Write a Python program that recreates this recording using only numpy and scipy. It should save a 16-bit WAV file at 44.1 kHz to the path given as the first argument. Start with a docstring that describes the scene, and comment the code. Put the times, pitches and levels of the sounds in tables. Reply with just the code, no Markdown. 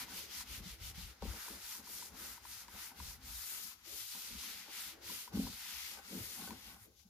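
"""A paper towel wipes the plastic lid of a laptop on a wooden desk, close to a phone held in the hand.
It opens on quick hissing strokes over quiet room air, while the case judders and ticks under the hand.
A knock and a crackle near 1.2 s lead to longer strokes; the hardest bumps come near 5.4 s, lesser ones
after 6 s, and the lifted sheet ends on one short hiss. The hiss is noise that follows the speed of the
hand; desk and case are ringing modes, pushed by the drag and by blows; ticks are short tones near 1 kHz."""
import sys
import numpy as np
from scipy import signal
from scipy.fft import rfft, irfft, next_fast_len
from scipy.io import wavfile
from scipy.ndimage import uniform_filter1d, map_coordinates

SR = 44100
rng = np.random.default_rng(int(sys.argv[2]) if len(sys.argv) > 2 else 0)


def generate_wav(sig):
    """Save sig (samples, or channels by samples) to the path in sys.argv[1] as 16-bit PCM at SR."""
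    pcm = np.round(np.clip(np.atleast_2d(sig).T, -1, 1) * 32767).astype(np.int16)
    wavfile.write(sys.argv[1], SR, pcm)


def volts_from_db(level):
    """Convert decibel levels to linear amplitude ratios."""
    exponent = np.asarray(level, float) / 20
    return 10 ** exponent


N = 312669  # length of the scene [samples]
FAST = next_fast_len(N)
HZ = np.fft.rfftfreq(FAST, 1 / SR)
TIME = np.arange(N) / SR

# modes of the wooden desk: (frequency [Hz], level [dB], free decay by 60 dB [s])
DESK_MODES = [(50, -3.5, 0.27), (56.8, 13, 0.075), (78.6, -1.5, 0.24), (103.2, 3.5, 0.2)]
# modes of the laptop case: (frequency [Hz], level [dB], free decay by 60 dB [s])
CASE_MODES = [(181.8, 1.5, 0.11), (217.3, 3.5, 0.089), (264.7, -2.5, 0.18), (326.6, -3.5, 0.12),
              (433.4, 1, 0.047), (556, 0, 0.036), (680, -13.5, 0.12), (788, -6.5, 0.1), (940, -10.5, 0.081),
              (1083, -11.5, 0.12), (1512, -9.5, 0.084)]


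def curves(table):
    """The columns of a table in time, a value for every sample."""
    s, *columns = np.vstack(table).T
    return [np.interp(TIME, s, column) for column in columns]


def across(table, hz):
    """A (frequency [Hz], value) table read on a log frequency axis."""
    f, value = np.transpose(table)
    return np.interp(np.log(np.maximum(hz, 1)), np.log(f), value)


def coloured(x, gain):
    """x with a gain for every frequency."""
    return irfft(rfft(x, FAST) * gain, FAST)[..., :N]


def unit(x):
    """x at rms 1."""
    return x / np.sqrt(np.mean(x ** 2))


def walk(rate):
    """Random levels held 1 / rate s and slewed twice; spread near 1."""
    k = int(SR / rate)
    steps = np.repeat(rng.standard_normal(N // k + 1), k)
    return 0.69 * uniform_filter1d(uniform_filter1d(steps, k), k)[:N]


def ring(x, hz, t60):
    """One mode; an impulse of 1 starts a fading sine of height 1."""
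    pole = np.exp(2j * np.pi * hz / SR - np.log(1000) / (t60 * SR))
    return signal.lfilter([1], [1, -pole], x).imag


def room(level_db=-75):
    """Quiet room air and microphone hiss: coloured noise whose bass is alike at both ports."""
    # colour of the air and hiss: (frequency [Hz], relative density [dB per Hz])
    air = [(40, -4), (80, -4.5), (260, -20), (450, -24), (700, -44), (2000, -29), (5300, -19), (6800, -18),
           (8300, -32), (12000, -18), (16000, -35)]
    mid, side = rng.standard_normal((2, N))
    colour = volts_from_db(across(air, HZ))
    apart = np.clip(HZ / 1500, .15, 1)
    mid, side = coloured(mid, colour), coloured(side, colour * apart)
    return volts_from_db(level_db) * np.array([mid + side, mid - side]) / np.sqrt(np.mean(mid ** 2))


def spells(table, rise, fall):
    """Power of each level column of spells that rise, hold and die at steady rates [dB per s]."""
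    out = 0
    for s, held, *db in table:
        away_db = rise * np.maximum(s - TIME, 0) + fall * np.maximum(TIME - s - held, 0)
        out = out + volts_from_db(2 * (np.array(db)[:, None] - away_db))
    return out


def shaking(uneven_per_s=14):
    """Gain of the five groups of modes: a drag that catches and slips, with leans and jolts on top."""
    # load of the steady drag: (time [s], desk [dB], case [dB])
    load = [(0, 12, 8), (.25, 3, 1.5), (.45, 1, 4), (.78, 2, -3.5), (.95, 3, 3.5), (1.15, -9.5, -3),
            (1.4, -1, -8), (1.75, -4, -0.5), (2.2, 6, 4), (2.6, 3, -1.5), (2.8, 0, 0), (3.3, -3, 0),
            (3.55, -2, -2.5), (3.8, -4, -9), (3.95, 1, 0), (4.12, -4, -13.5), (4.4, 1, 1), (4.7, -6, -0.5),
            (5.05, 8, 3.5), (5.24, -2, -8), (5.6, -1, -0.5), (6.0, -0.5, 3), (6.7, 6, -3.5), (6.95, 1, -13),
            (7.09, 2, -10)]
    # drag before its load: (deep desk, top desk, low case, middle case, upper case modes [dB])
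    base_db = (-73, -81.5, -75, -75.5, -73.5)
    # the arm leans on the desk and shakes it: (time [s], held [s], deep modes [dB], top mode [dB])
    leans = [(.04, .03, -66, -65), (.39, .01, -60, -79), (.53, .085, -49, -62), (.66, .09, -52, -74),
             (.82, .085, -50, -56), (.97, .1, -50, -67), (1.54, .01, -63, -72), (1.64, .01, -69, -82),
             (1.93, .01, -63, -79), (2.12, .01, -62, -70), (2.2, .01, -64, -66), (2.32, .02, -71, -80),
             (2.74, 0.011, -57, -71), (3.02, 0.096, -51, -68.5), (3.18, .01, -53, -70),
             (3.26, .09, -52, -81), (3.39, .01, -64, -75), (3.93, .04, -66.5, -75),
             (4.33, 0.034, -56.5, -71), (5.36, 0.095, -47.5, -55), (5.5, .01, -58, -59),
             (6.19, 0.022, -68, -50.5), (6.52, 0.018, -58, -57), (6.67, .01, -63, -81)]
    # the push of the hand jolts the case:
    # (time [s], held [s], low modes [dB], middle modes [dB], upper modes [dB])
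    jolts = [(.126, 0.0066, -60, -74, -61), (.514, 0.0085, -65.5, -68, -69), (.59, 0.07, -65, -68, -72),
             (.988, 0.0077, -63, -78, -69), (1.28, 0.094, -65.5, -64.5, -65), (1.49, 0.076, -68, -63, -67),
             (1.8, 0.0087, -63, -68.5, -68), (1.9, 0.0076, -68, -65.5, -77),
             (2.13, 0.029, -65.5, -80, -67.5), (2.75, 0.0086, -68, -72, -62), (2.92, .01, -69, -77, -66),
             (3.0, 0.011, -63, -73, -69), (3.26, 0.011, -63, -85, -77), (3.66, 0.0073, -67, -87, -82),
             (4.16, 0.018, -67, -71, -65), (4.32, 0.025, -58.5, -86, -85), (4.44, 0.025, -67.5, -74, -82),
             (4.69, .01, -88, -65, -64), (5.1, 0.017, -60.5, -63, -72), (5.33, 0.031, -57, -61, -59),
             (5.44, 0.035, -49.5, -61, -62), (5.71, 0.013, -69, -77, -79), (5.96, 0.042, -87, -71, -62.5),
             (6.13, 0.076, -55.5, -58.5, -70), (6.39, .055, -55, -69, -60), (6.5, 0.029, -53, -61.5, -59.5),
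             (6.68, 0.082, -66.5, -77, -66), (6.87, 0.015, -70, -68.5, -90)]
    uneven_db = (6.4, 7.7, 6.6, 7.7, 1.6)  # random swing of each group
    desk_db, case_db = curves(load)
    loads_db = [desk_db, desk_db, case_db, case_db, case_db]
    drag = [volts_from_db(2 * (db + load_db + swing_db * walk(uneven_per_s)))
            for db, load_db, swing_db in zip(base_db, loads_db, uneven_db)]
    pushes = np.vstack([spells(leans, rise=398, fall=220), spells(jolts, rise=393, fall=256)])
    return np.sqrt(drag + pushes)


def judder(apart=.17, lid_apart=0.56, damping=.9, lid_damping=0.27):
    """The dragging hand feeds an uneven force into the modes of desk and case and shortens their ring."""
    sides = np.array([[1], [-1]])
    # (modes, side against mid, factor on the free decay)
    groups = [(DESK_MODES[:3], apart, damping), (DESK_MODES[3:], apart, damping),
              (CASE_MODES[:3], apart, damping), (CASE_MODES[3:7], lid_apart, damping),
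              (CASE_MODES[7:], lid_apart, lid_damping)]
    out = 0
    for (modes, share, shorter), gain in zip(groups, shaking()):
        force = rng.standard_normal((2, N))
        # neighbouring modes move in opposite senses
        mid, side = sum((-1) ** k * volts_from_db(db) * ring(force, hz, shorter * t60)
                        for k, (hz, db, t60) in enumerate(modes))
        out = out + gain * (unit(mid) + share * sides * unit(side))
    return out


def blows(table, modes, scatter_db, apart):
    """Each blow is a soft press and rebound that rings every mode by a random share."""
    out = np.zeros((2, N))
    chance = rng.standard_normal((len(table), len(modes), 2))
    for (s, db, ms), luck in zip(table, chance):
        push = np.zeros(SR // 3)
        touch = max(int(ms * SR / 1000), 2)
        # soft flesh: the press and its rebound swell and fade over two contact times
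        swing = (np.arange(2 * touch) + .5) / touch
        push[:2 * touch] = np.sin(2 * np.pi * swing) * np.sin(np.pi * swing / 2) ** 2
        rings = np.array([(-1) ** k * volts_from_db(g) * ring(push, hz, t60)
                          for k, (hz, g, t60) in enumerate(modes)])
        shares = volts_from_db(scatter_db * luck[:, :1]) * (1 + apart * luck[:, 1:] * [1, -1])
        sound = shares.T @ rings
        # the mean of the two ports peaks at the level in the table
        sound = volts_from_db(db) * sound / np.abs(sound.mean(axis=0)).max()
        i = int(s * SR)
        out[:, i:i + len(push)] += sound[:, :N - i]
    return out


def bumps():
    """Knocks ring the modes: short blows on the case and slow heavy pushes on the desk."""
    # bumps on the case: (time [s], peak [dB], contact [ms])
    knocks = [(.591, -53, 6.7), (.649, -46.5, 8.8), (.972, -47.5, 9.8), (1.221, -36, 1.05), (1.222, -42, 2),
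              (1.2245, -41, 4.6), (1.243, -48, 3.8), (1.25, -43, 2.1), (1.335, -48, 1.15),
              (1.352, -55, 0.51), (1.46, -56, 0.63), (1.5, -50, 2.9), (1.53, -58, 2.9), (1.552, -63, 4.8),
              (4.34, -55, 7.5), (4.681, -55, 1.27), (5.333, -34, 5.9), (5.344, -32.5, 4.4),
              (5.364, -33, 3.7), (5.369, -45, 1.25), (5.381, -27, 5.2), (5.395, -40, 2), (5.404, -41, 5.5),
              (5.424, -46, 5.5), (5.97, -51, 1.15), (5.99, -49, 0.87), (6.1, -49, 3.3), (6.12, -47, 3.4),
              (6.14, -42, 4.2), (6.152, -45, 3.3), (6.163, -41, 4.3), (6.186, -58, 2.5), (6.396, -55, 4),
              (6.415, -47, 3.4), (6.42, -56, 0.77), (6.455, -58, 0.61), (6.473, -42.5, 0.59),
              (6.508, -47, 3.2), (7.045, -58.5, 7.1)]
    # heavy pushes that set the desk ringing: (time [s], peak [dB])
    thumps = [(1.211, -40.5), (1.246, -55), (1.267, -37.5), (6.506, -54)]
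    heavy = [(s, db, 16) for s, db in thumps]  # 16 ms of contact
    case = blows(knocks, CASE_MODES, scatter_db=2, apart=.15)
    return case + blows(heavy, DESK_MODES, scatter_db=1.5, apart=.1)


def ticks(upper=1.48, upper_db=-15, rattle_db=-9, rise_s=0.0027, left_db=3.5):
    """A short chatter near 1 kHz that swells for a few cycles and dies; it is nearer the left port."""
    # a loose part of the lid ticks when the hand turns or presses:
    # (time [s], level of the swell [dB], frequency [Hz])
    loose_part = [(0.081, -52.5, 960), (0.187, -56, 980), (0.406, -50, 990), (1.269, -54, 910),
                  (1.48, -48, 984), (1.751, -51.5, 990), (1.872, -53, 975), (2.023, -50, 967),
                  (2.206, -59, 930), (2.377, -53.5, 940), (2.451, -49, 966), (2.683, -51.5, 960),
                  (2.914, -56, 940), (3.0, -47.5, 980), (3.11, -58.5, 940), (3.716, -59.5, 1050),
                  (4.148, -55, 945), (4.433, -54, 1040), (4.679, -61, 950), (5.098, -48, 980),
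                  (5.276, -48, 976), (5.468, -50, 970), (5.658, -56, 965), (6.505, -45.5, 975)]
    out, t = np.zeros(N), np.arange(SR // 20) / SR
    swell = t / rise_s * np.exp(1 - t / rise_s)
    rattle = uniform_filter1d(rng.standard_normal((len(loose_part), len(t))), size=8) * 3
    rattle = rattle - uniform_filter1d(rattle, size=44)
    for (s, db, hz), noise in zip(loose_part, rattle):
        tone = np.sin(2 * np.pi * hz * t) + volts_from_db(upper_db) * np.sin(2 * np.pi * upper * hz * t)
        i = int(s * SR)
        out[i:i + len(t)] += volts_from_db(db) * swell * (tone + volts_from_db(rattle_db) * noise)
    return out * volts_from_db([[left_db / 2], [-left_db / 2]])


def crackles(low_hz=1200, high_hz=7000, decay_s=0.0014):
    """Creases of the sheet snap: a very short burst of band-passed noise at each port."""
    # creases that snap: (time [s], level at the start, ahead of the band-pass [dB])
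    snaps = [(1.2223, -39), (2.682, -42), (2.9946, -48), (5.2777, -49), (6.4734, -45), (6.486, -39),
             (6.5068, -37), (6.7444, -44), (6.9641, -67), (6.9974, -57), (7.009, -61)]
    out, t = np.zeros((2, N)), np.arange(SR // 50) / SR
    for (s, db), noise in zip(snaps, rng.standard_normal((len(snaps), 2, len(t)))):
        i = int(s * SR)
        out[:, i:i + len(t)] += volts_from_db(db) * noise * np.exp(-t / decay_s)
    band = signal.butter(2, [low_hz, high_hz], "band", fs=SR, output="sos")
    return signal.sosfilt(band, out)


def hand(slow_down_s=0.065, speed_power=2.507, crisp_late_s=0.018, usual_db=-54):
    """Hiss level and colour of the wiping: each stroke speeds up, holds and slows down to its turn."""
    # strokes of the hand: (start [s], end [s], relative hiss [dB],
    # gain from start to end [dB], time to speed up [s])
    strokes = [(-0.113, 0.074, -30.5, 16, 0.15), (-0.004, 0.31, -48.5, 10, 0.074),
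               (0.225, 0.46, -33, 13, 0.15), (0.396, 0.636, -44.0, 15, 0.088),
               (0.592, 0.79, -49, 12.0, 0.033), (0.735, 0.946, -37, 14, 0.15),
               (0.918, 1.173, -53.5, 0, 0.027), (1.199, 1.657, -54, 7.5, 0.015),
               (1.47, 1.845, -48.5, 13.5, 0.11), (1.779, 2.146, -48, -5, 0.1),
               (2.074, 2.427, -44.7, -9.5, 0.15), (2.365, 2.705, -46, -12.0, 0.14),
               (2.589, 2.954, -48, 10, 0.15), (2.911, 3.204, -45.5, -3, 0.11),
               (3.18, 3.79, -53.0, 4, 0.044), (3.823, 4.388, -52, 7, 0.024),
               (4.232, 4.737, -51, -12.0, 0.096), (4.633, 4.988, -43.5, -13.5, 0.13),
               (5, 5.326, -50.5, 6.5, 0.02), (5.31, 5.633, -52.5, 1.5, 0.019),
               (5.482, 6.05, -52.5, 4, 0.036), (5.984, 6.6, -53.5, -2.5, 0.064),
               (6.46, 6.803, -59.5, 7.5, 0.057), (6.78, 6.925, -63, -12.0, 0.032),
               (6.91, 7.065, -46, 10, 0.12)]
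    # colour as the folds and the spot on the lid change, used about the median of each column:
    # (time [s], treble [dB], 1.3 kHz swish [dB], 2.3 kHz scrape [dB])
    shades = [(0.02, -3.5, -7.5, -7.5), (0.18, -0.8, -13.5, -5), (0.37, -5.5, -12.5, -9),
              (0.54, -1.5, -11.5, -6), (0.69, -1, -13, -6.5), (0.86, 0.3, -13.5, -5),
              (1.02, -1.5, -14.5, -6.5), (1.42, -0.2, -6.5, -8.5), (1.7, -0.3, -9.5, -11),
              (1.97, 1, -13, -11), (2.26, 0.5, -8.5, -9), (2.54, 1, -12, -11.5), (2.82, 2.5, -8, -6.9),
              (3.07, 0, -13, -11), (3.5, 3, -11, -9.0), (4.09, 0, -16, -9.6), (4.46, -1.9, -12.5, -5),
              (4.81, -0.2, -11, -4.5), (5.14, -0.3, -12, -8.2), (5.45, -0.5, -15, -8),
              (5.75, -1.5, -11.0, -3), (6.27, 1, -11.5, -8.5), (6.66, 0.8, -16, -5), (6.84, 9.5, -13, -9),
              (7.0, -2, -28, -15)]
    # the sheet still rustles at the turns, less once it is lifted at 6.86 s
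    rustle_db = np.where(TIME < 6.86, -72, -83)
    power = volts_from_db(2 * rustle_db)
    for start, end, db, gain_db, speed_up_s in strokes:
        start_up = 1 - np.exp(-np.maximum(TIME - start, 0) / speed_up_s)
        slow_down = 1 - np.exp(-np.maximum(end - TIME, 0) / slow_down_s)
        speed = start_up * slow_down
        along = np.clip((TIME - start) / (end - start), 0, 1) - .5
        power = power + (speed ** speed_power * volts_from_db(db + gain_db * along)) ** 2
    level_db = 10 * np.log10(power)
    now_db = level_db - usual_db
    # the treble answers to the speed of a moment ago
    late_db = np.interp(TIME - crisp_late_s, TIME, level_db) - usual_db
    # dB of colour for each dB of hiss in treble, swish and scrape: slow is dull
    laws_db = 0.3 * late_db, -0.44 * now_db, -0.11 * now_db
    return level_db, *(db - np.median(db) + law for db, law in zip(curves(shades), laws_db))


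def towel(grit_db=1.0, flicker_db=2.0, chatter_db=1.34, hiss_db=2.0):
    """Countless fibres slip over the plastic; each band flickers as the folds of the sheet shift."""
    # colour of the paper: (frequency [Hz], relative density [dB per Hz])
    paper = [(590, -21), (1000, -4.5), (1070, -12.5), (1250, -3), (1730, -4.5), (2050, -0.5), (2390, -2),
             (4900, 1.5), (6940, -2), (8160, -4.5), (12400, 1), (15100, -4.5), (16000, -52)]
    # how alike the paper sounds at the two ports: (frequency [Hz], share [0-1])
    common = [(400, 0.4), (1000, 0.58), (2000, 0.36), (4500, 0.16), (9000, 0.02), (16000, 0.07)]
    # where the towel is: (time [s], left minus right [dB], delay of left behind right [microseconds])
    place = [(0.0, 0.5, -3), (1.2, 0.5, 43), (2.2, 1.5, 20.5), (3.2, 1, 45), (3.75, 5, -190), (4.3, 0, 70),
             (4.65, 2, -78), (5.0, 1, 36), (5.35, 0.5, 143), (5.95, 2.5, -190), (6.4, 2.5, -86),
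             (6.85, 2, -150), (7.0, 8, -300)]
    level_db, crisp_db, swish_db, scrape_db = hand()
    side_db, lag_us = curves(place)
    colour = volts_from_db(across(paper, HZ)) * (HZ > 600)
    # rms 1 between 2.8 and 7.5 kHz
    colour = colour / np.sqrt(2 * np.sum(colour[(HZ > 2800) & (HZ < 7500)] ** 2) / N)
    # row 0 reaches both ports, rows 1 and 2 come from other parts of the sheet and reach one each
    fibres = rfft(rng.standard_normal((3, N)) * volts_from_db(grit_db * walk(400)), FAST)
    alike = np.clip(across(common, HZ), 0, 1)
    fibres = fibres * colour * np.sqrt([alike, 1 - alike, 1 - alike])
    out = 0
    for octave in np.arange(9, 14.5, .5):  # band centres at 2 ** octave Hz
        band = np.clip(1 - 2 * np.abs(np.log2(HZ + 1) - octave), 0, 1)
        crisp = np.clip((octave - 12.5) / 0.37, 0, 1)
        swish = np.clip((11.1 - octave) / 0.18, 0, 1)
        scrape = np.clip(1 - abs(octave - 11.2) / 1.2, 0, 1)
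        shade_db = crisp * crisp_db + swish * swish_db + scrape * scrape_db
        out = out + irfft(fibres * band, FAST)[:, :N] * volts_from_db(shade_db + flicker_db * walk(25))
    # the pad skips slightly as it is dragged
    both, left, right = out * volts_from_db(level_db + hiss_db + chatter_db * walk(35))
    lag = lag_us * SR / 10 ** 6  # in samples
    late = map_coordinates(both, [np.arange(N) - lag], order=3, mode="nearest")
    return np.array([left + late, right + both]) * volts_from_db([side_db / 2, -side_db / 2])


def scene():
    """Room, shaking desk and case, bumps, ticks, and the towel with its crackles in front."""
    return room() + judder() + bumps() + ticks() + crackles() + towel()


def roll_off(x):
    """The treble ends steeply here."""
    return signal.sosfilt(signal.butter(12, 16370, fs=SR, output="sos"), x)


def record(dry, cut_hz=47):
    """Two microphone ports of unlike colour, close to the lid, that lose the deepest bass."""
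    # the two ports differ in colour: (frequency [Hz], left minus right [dB])
    ports = [(60, 3), (220, 1.5), (400, 3.5), (700, 2.5), (2000, 1.5), (4500, 1.5), (7000, 6.5), (7800, -2),
             (9000, -5.5), (10300, -1), (11500, 2.5), (12500, 1.5), (14000, -0.5), (15500, 10)]
    tilt_db = across(ports, HZ) / 2
    bass_cut = 1 / np.sqrt(1 + (cut_hz / (HZ + 1)) ** 8)
    mix = coloured(dry, bass_cut * volts_from_db([tilt_db, -tilt_db]))
    return roll_off(mix)


dry = scene()
out = record(dry)
generate_wav(out)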